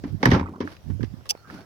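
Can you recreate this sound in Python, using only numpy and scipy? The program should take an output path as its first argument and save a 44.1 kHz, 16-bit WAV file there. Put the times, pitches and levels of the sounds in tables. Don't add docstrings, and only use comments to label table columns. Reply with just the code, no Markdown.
import sys
import numpy as np
from scipy import signal
from scipy.fft import rfft, irfft
from scipy.io import wavfile
from scipy.ndimage import uniform_filter1d

SR = 44100
rng = np.random.default_rng(int(sys.argv[2]) if len(sys.argv) > 2 else 0)


def dump(signal):
    limited = np.clip(np.atleast_2d(signal).T, -1, 1)
    pcm = np.round(limited * 32767).astype(np.int16)
    wavfile.write(sys.argv[1], SR, pcm)


def undo_db(level):
    steps = np.asarray(level, float) / 20
    return 10 ** steps


N = 72765

# (frequency [Hz], level [dB])
RIGHT_FACING = [(300, -2), (1000, 2), (2400, 2), (5500, 7), (9000, -5)]
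CLIP_RIGHT_DB = 7.5


def evened(x):
    return x / np.sqrt(np.mean(x ** 2) + 1e-20)


def read(points, hz):
    f, value = np.transpose(points)
    return np.interp(np.log(hz + 1), np.log(f + 1), value)


def colour(x, points):
    gain = undo_db(read(points, np.fft.rfftfreq(x.shape[-1], 1 / SR)))
    return irfft(rfft(x) * gain, x.shape[-1])


def add(mix, s, sound):
    part = mix[..., max(round(s * SR), 0):][..., :sound.shape[-1]]
    part += sound[..., :part.shape[-1]]


def ring(x, modes):
    out = np.zeros(x.shape)
    for k, (hz, width_hz, db) in enumerate(modes):
        r = np.exp(-np.pi * width_hz / SR)
        poles = [1, -2 * r * np.cos(2 * np.pi * hz / SR), r * r]
        out += (-1) ** k * undo_db(db) * signal.lfilter([1 - r, 0, r - 1], poles, x)
    return out


def street():
    # (frequency [Hz], density [dB per Hz])
    wash_spectrum = [(24, 10.5), (40, 21), (237, 5.5), (715, 4), (852, 0), (3800, -13), (5400, -12.5),
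                     (7500, -18), (16000, -16.5)]
    # (frequency [Hz], likeness [0-1])
    likeness = [(100, 1), (500, 0.61), (1500, 0)]
    level_db, patch_db = -54.5, 2
    frames, hz = N // 128 + 5, np.fft.rfftfreq(512, 1 / SR)
    a, b, c, d, patches = rng.standard_normal((frames, 257, 5)).T
    patches = uniform_filter1d(patches, 8, 0)
    patches = evened(uniform_filter1d(patches, 20, 1))
    same = np.clip(read(likeness, hz), -1, 1)[:, None]
    left = a + 1j * b
    right = same * left + np.sqrt(1 - same ** 2) * (c + 1j * d)
    z = np.array([left, right]) * undo_db(read(wash_spectrum, hz)[:, None] + patch_db * patches)
    wash = signal.istft(z, nperseg=512, noverlap=384)[1][:, :N]
    return undo_db(level_db) * evened(np.array([wash[0], colour(wash[1], RIGHT_FACING)]))


def bird():
    # (time [s], length [s], level [dB], pitch [Hz], left over right [dB])
    whistles = [
        (1.363, .055, -65, 4400, -14),
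        (1.585, .05, -65, 4480, 6),
    ]
    out = np.zeros((2, N))
    for s, length_s, db, hz, pan_db in whistles:
        t = np.arange(0, length_s, 1 / SR)
        pitch_hz = hz * (1 - 0.123 * np.exp(-t / 0.0049) - 0.14 * t)
        tone = np.sin(2 * np.pi * np.cumsum(pitch_hz) / SR) * np.sin(np.pi * t / length_s) ** .5
        add(out, s, undo_db(db + pan_db * np.array([[.5], [-.5]])) * tone)
    return out


def wind():
    # (time [s], level [dB])
    gust = [(0, -46), (.08, -32), (.17, -30), (.25, -52), (.55, -49), (.8, -56), (.9, -25.5), (.95, -24.5),
            (.98, -35.5), (1.02, -30), (1.17, -39.5), (1.22, -45), (1.35, -52.5), (1.52, -59), (1.65, -59)]
    # (time [s], level [dB], frequency [Hz], negative = inverted)
    thumps = [(0.145, -22, 190), (0.151, -20.5, 149), (0.868, -24, 118), (0.902, -17.5, 121),
              (0.937, -28, 125.5), (0.998, -23.5, 293), (1.008, -18.5, 160), (1.023, -26, 257),
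              (1.032, -23, 205.5), (1.038, -14, -230), (1.049, -20.5, 120), (1.141, -23, 156)]
    # (frequency [Hz], density [dB per Hz])
    turbulence = [(25, -36), (55, 10.5), (100, 18), (200, 4), (350, -6), (700, -47)]
    left_db, lump_db, thump_turns = -56, 3, 0.39
    t = np.arange(N) / SR
    lumps = undo_db(lump_db * evened(uniform_filter1d(rng.standard_normal((2, N)), 700)))
    out = evened(colour(rng.standard_normal((2, N)) * lumps, turbulence))
    out *= undo_db([left_db + 6 * np.exp(-t / 0.69), np.interp(t, *np.transpose(gust))])
    for s, db, hz in thumps:
        turns = np.arange(-1000, 1000) / SR * hz
        thump = np.sin(2 * np.pi * turns) * np.exp(-(turns / thump_turns) ** 2)
        add(out[1], s - 1000 / SR, undo_db(db + 4.5) * thump)
    return out


def seal_creep():
    # (time [s], resonance [Hz], level [dB])
    creep_path = [(1.35, 1256, -65), (1.375, 1370, -65.5), (1.41, 1430, -66.5), (1.43, 1300, -66),
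                  (1.445, 1330, -57), (1.49, 1490, -53.5), (1.526, 1420, -58.5), (1.566, 1400, -52),
                  (1.612, 1480, -62.5), (1.65, 1500, -62)]
    width_hz, slips_per_s, size_db = 290, 3500, 1
    s, hz, db = np.transpose(creep_path)
    t = np.arange(N) / SR
    sizes = undo_db(size_db * np.minimum(rng.exponential(1, N), 4))
    slips = sizes * (rng.random(N) < slips_per_s / SR)
    clicks = slips * rng.standard_normal(N) + 0.11 * rng.standard_normal((2, N))
    turn = np.exp(2j * np.pi * np.cumsum(np.interp(t, s, hz)) / SR)
    r = np.exp(-np.pi * width_hz / SR)
    rung = (turn * signal.lfilter([1], [1, -2 * r, r * r], clicks / turn)).real
    return evened(rung) * undo_db(np.interp(t, s, db, left=-120) + CLIP_RIGHT_DB * np.array([[-.5], [.5]]))


def rubs():
    # (time [s], length [s], hiss level [dB], rumble over hiss [dB])
    strokes = [
        (0.1977, 0.21, -48.5, 18),
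        (0.41, 0.23, -84.5, 41.5),
        (0.642, 0.14, -48, -4.5),
        (0.061, 0.056, -53, 11),
        (1.4726, 0.18, -48.5, 6),
    ]
    # (frequency [Hz], density [dB per Hz])
    skin_hiss = [(290, -45), (500, -6), (1100, -3), (3800, -12.5), (5300, -11.5), (7500, -30), (11000, -23),
                 (16000, -37)]
    rumble_hz, grain_db = 300, 2.5
    hiss = rng.standard_normal((2, N)) + 0.13 * rng.standard_normal(N)
    hiss = evened(colour(hiss, [(200, 4.1)] + list(skin_hiss)))
    rumble = rng.standard_normal(N) + 0.18 * rng.standard_normal((2, N))
    rumble = ring(rumble, [(rumble_hz, 160, 0), (150, 110, -1)])
    rumble = evened(colour(rumble, [(900, 0), (2500, -25)]))
    clumps = undo_db(grain_db * evened(uniform_filter1d(rng.standard_normal(N), 150)))
    hiss_gain, rumble_gain = np.zeros((2, N))
    for s, length_s, db, rumble_db in strokes:
        arch = np.sin(np.pi * np.arange(0, 1, 1 / (length_s * SR)) ** 0.8)
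        add(hiss_gain, s, undo_db(db) * arch)
        add(rumble_gain, s, undo_db(db + rumble_db) * arch)
    return clumps * (hiss_gain * hiss * undo_db([[-1.5], [1.5]]) + rumble_gain * rumble)


def clip_ticks():
    # (time [s], level [dB], pitch [Hz], time to fall 85 dB [s])
    clip_hits = [(.2555, -8.5, 1767, 0.033), (.2572, -6, 1130, 0.012), (.3145, -14.5, 1857, 0.038),
                 (.335, -24.5, 1020, 0.036), (.343, -17, 1570, .03), (.396, -24.5, 1116, 0.045),
                 (.411, -33, 890, 0.055), (.429, -31.5, 946, 0.056), (.439, -38, 1490, 0.027),
                 (.459, -33.5, 1140, 0.066), (.466, -38, 1280, 0.052), (.476, -39, 2000, .025),
                 (.486, -38, 1050, 0.037), (.499, -38, 1150, 0.026), (.536, -35, 1040, 0.046),
                 (.547, -41, 1000, 0.044), (.561, -38.5, 1110, 0.053), (.588, -45, 1060, .04),
                 (.609, -33.5, 1024, 0.14), (0.649, -34.5, 303, 0.31), (0.675, -29, 1600, 0.038),
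                 (.711, -42, 664, 0.077), (1.007, -38, 1610, 0.035), (1.209, -46, 1320, 0.021),
                 (1.259, -41, 1080, 0.036), (1.307, -33, 710, 0.032), (1.3508, -28, 496, 0.013),
                 (1.374, -53, 450, .02), (1.473, -42, 1370, 0.036), (1.5, -28, 1380, 0.025),
                 (1.538, -43, 920, 0.044), (1.589, -39, 790, 0.051)]
    rise_s, spread, rough_db, left_lag_s = 0.0008, 0.21, 2, 0.00026
    out, t = np.zeros((2, N)), np.arange(3000) / SR
    draws = rng.uniform(-1.08, 1, (len(clip_hits), 2, 2, 1))
    for (s, db, hz, t60), (apart, turn) in zip(clip_hits, draws):
        near_hz = hz * (1 + spread * (apart + [[-1], [1.5]]) / 2)
        near = np.sin(2 * np.pi * near_hz * t + np.pi * turn).sum(0)
        shake = undo_db(rough_db * evened(uniform_filter1d(rng.standard_normal(len(t)), 60)))
        envelope = undo_db(db - 1.5 - 85 * t / t60) * np.minimum(t / rise_s, 1) * shake
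        note = envelope * (np.sin(2 * np.pi * hz * t) + 0.59 * near)
        add(out[0], s + left_lag_s, undo_db(-CLIP_RIGHT_DB / 2) * note)
        add(out[1], s, undo_db(CLIP_RIGHT_DB / 2) * note)
    return out


def latch():
    # (time [s], level [dB])
    striker_slips = [(1.2908, -24), (1.2952, -22), (1.2978, -23), (1.3012, -24), (1.3034, -20),
                     (1.306, -21), (1.3085, -22), (1.3115, -31), (1.316, -38)]
    # (time [s], level [dB])
    claw_snaps = [
        (1.2968, -13),
        (1.308, -6.5),
    ]
    # (frequency [Hz], width [Hz], level [dB])
    latch_modes = [(2520, 210, -10), (3500, 390, -9.5), (5090, 730, -2.5), (6600, 1400, -5),
                   (10400, 1300, -13.5), (15000, 2900, -20)]
    # (frequency [Hz], level [dB])
    latch_gaps = [(900, -8), (1750, -11), (2300, 0), (3600, 0), (4050, -8), (4700, -1), (15800, 0),
                  (16800, -40)]
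    # (frequency [Hz], level [dB])
    right_shade = [(2000, 0.5), (5500, -0.5), (8000, -9.5), (16000, -3.5)]
    grind_db, slip_t60_s, right_lag_s, right_db = 19, 0.011, 0.00066, 5
    spring_s, spring_hz, spring_db = 1.3135, 830, -31
    grind, snap, t = np.zeros(N), np.zeros(N), np.arange(900) / SR
    for s, db in striker_slips:
        envelope = undo_db(grind_db + db - 60 * t / slip_t60_s) * np.minimum(t / 0.00077, 1)
        add(grind, s, envelope * rng.standard_normal(len(t)))
    for s, db in claw_snaps:
        add(snap, s, undo_db(db) * np.diff(np.exp(-((t - .0002) / .00004) ** 2)))
    twice_rung = ring(ring(grind + 6.5 * snap, latch_modes), latch_modes)
    left = twice_rung + 1.02 * ring(grind, latch_modes)
    left = colour(left + 2 * snap, latch_gaps)
    envelope = undo_db(spring_db - 60 * t / .05) * np.sin(np.pi * t / t[-1]) ** .5
    add(left, spring_s, envelope * np.sin(2 * np.pi * spring_hz * t))
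    right = colour(np.roll(left, round(right_lag_s * SR)), right_shade)
    return np.array([left, undo_db(right_db) * right])


def trim_knocks():
    # (time [s], level [dB], brightness [dB], t60 [s])
    trim_hits = [(0.037, -38, 3.5, 0.12), (0.2291, -13.5, 2.5, 0.04), (0.234, -22.5, 3.5, 0.13),
                 (.254, -16.5, 4.5, 0.13), (.2565, -9.5, 8, 0.011), (0.285, -28.5, 4.5, 0.072),
                 (0.304, -29.5, 8.5, 0.13), (0.314, -19, 6.5, 0.13), (.332, -24, 6, 0.19),
                 (0.342, -20, -5.5, 0.25), (.348, -30, 3, 0.05), (0.395, -26.5, 3, 0.047),
                 (0.409, -36.5, 3.5, 0.035), (0.604, -32, 5.5, 0.15), (0.674, -38.5, -6, 0.1),
                 (0.718, -45, 8.5, 0.042), (0.766, -59, 26.5, 0.029), (0.9, -44.5, 2, 0.092),
                 (1.007, -49, -0.5, 0.18), (1.03, -32, 5, 0.035), (1.043, -58, 25.5, 0.067),
                 (1.2559, -49, 13, 0.052), (1.265, -50.5, 13, 0.059), (1.351, -40, 0, 0.014),
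                 (1.374, -47, 9, 0.015), (1.499, -50, 3, 0.025)]
    # (frequency [Hz], width [Hz], level [dB])
    trim_modes = [(510, 109, 3), (877, 176, 4), (1073, 276, 1.5), (1320, 214, 1), (1637, 340, -3.5),
                  (2320, 380, -4)]
    # (frequency [Hz], density [dB per Hz])
    edge_spectrum = [(1800, -15.5), (3000, -15), (4200, -22), (5400, -22), (6500, -29.5), (7500, -63)]
    # (frequency [Hz], density [dB per Hz])
    air_spectrum = [(6000, -60), (8000, -41), (12500, -44), (15500, -48), (16200, -80)]
    air_t60_s = .022
    (body, upper, edge, air), t = np.zeros((4, 2, N)), np.arange(8000) / SR
    for s, db, bright_db, t60 in trim_hits:
        a, b, c = rng.standard_normal((3, len(t)))
        burst = np.array([0.46 * a + 0.51 * b, 0.23 * a + 0.74 * c]) * np.minimum(t / 0.0003, 1)
        add(body, s, burst * undo_db(db - 60 * t / t60))
        add(upper, s, burst * undo_db(db + min(bright_db, 0) - 60 * t / t60))
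        add(edge, s, burst * undo_db(db + bright_db - 75 * t / t60))
        add(air, s, burst * undo_db(db + 2.58 * min(bright_db, 12.5) - 60 * t / air_t60_s))
    mix = undo_db(14) * (ring(body, trim_modes[:4]) + ring(upper, trim_modes[4:]))
    mix += undo_db(13) * colour(edge, edge_spectrum) + undo_db(11) * colour(air, air_spectrum)
    return np.array([mix[0], colour(mix[1], RIGHT_FACING)]) * undo_db(-0.5)


def panel():
    # (time [s], force [dB], flex pitch [Hz])
    panel_blows = [(0.0407, -20, 291), (0.055, -25.5, 260), (0.234, -10.5, 350), (0.251, -24.5, 204),
                   (0.2616, -8.5, 269), (0.2687, -12, 157), (.277, -11, 260), (.286, -11.5, 208),
                   (.293, -10, 182), (0.3225, -7, 277), (0.3352, -9.5, 185), (.342, -10, 260),
                   (0.352, -15, 219), (0.366, -12, 276), (0.387, -21.5, 240), (0.399, -16.5, 260),
                   (0.414, -15.5, 234), (0.439, -24, 181), (0.6074, -16, 327), (0.628, -25.5, 285),
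                   (0.641, -22, 293), (.900, -28, 320)]
    # (frequency [Hz], level [dB], t60 [s])
    panel_modes = [(41, 8, 0.15), (89.8, 3.5, 0.31), (126.5, 2, 0.25), (143, -18, 0.24), (188.5, 4.5, 0.34),
                   (260, 1, 0.15), (286, 2.5, 0.24), (400.3, 3, 0.088), (530, -1, 0.11)]
    flex_s, ring_db, spot_db, side_spread = 0.0019, -52, 6, 0.43
    out, t = np.zeros((2, N)), np.arange(SR // 2) / SR
    u = np.arange(-400, 400) / SR
    hz, db, t60 = np.transpose(panel_modes)[..., None]
    decay = undo_db(db - 60 * t / np.minimum(t60, 25 / hz))
    spots = rng.standard_normal((len(panel_blows), 2, len(panel_modes)))
    for (s, force_db, flex_hz), (spot, side) in zip(panel_blows, spots):
        flex = undo_db(force_db) * np.cos(2 * np.pi * flex_hz * u) * np.exp(-(u / flex_s) ** 2)
        share = undo_db(ring_db + spot_db * spot)
        tilt = side_spread * side * np.minimum(hz[:, 0] / 500, 1)
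        modes = np.sin(2 * np.pi * hz * (1 + .035 * side[:, None]) * t) * decay
        both = np.array([share * (1 + tilt), share * (1 - tilt)]) @ modes
        add(out, s + u[0], signal.oaconvolve(both, flex[None], axes=1))
        add(out, s + u[0], np.array([flex, flex]))
    return out


def scene():
    slam_s, duck_db, recover_s = .23, -9, .4
    since = np.arange(N) / SR - slam_s
    duck = undo_db(duck_db * (since > 0) * np.exp(-(since / recover_s) ** 4))
    surroundings = duck * street() + bird() + wind()
    tailgate = seal_creep() + rubs() + clip_ticks() + latch() + trim_knocks() + panel()
    return surroundings + tailgate


def low_pass(x):
    return signal.sosfilt(signal.butter(12, 16820, fs=SR, output="sos"), x)


def record(dry):
    mic_low_hz = 39
    thin = signal.lfilter(*signal.butter(3, mic_low_hz, "high", fs=SR), dry)
    return low_pass(thin)


dry = scene()
out = record(dry)
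dump(out)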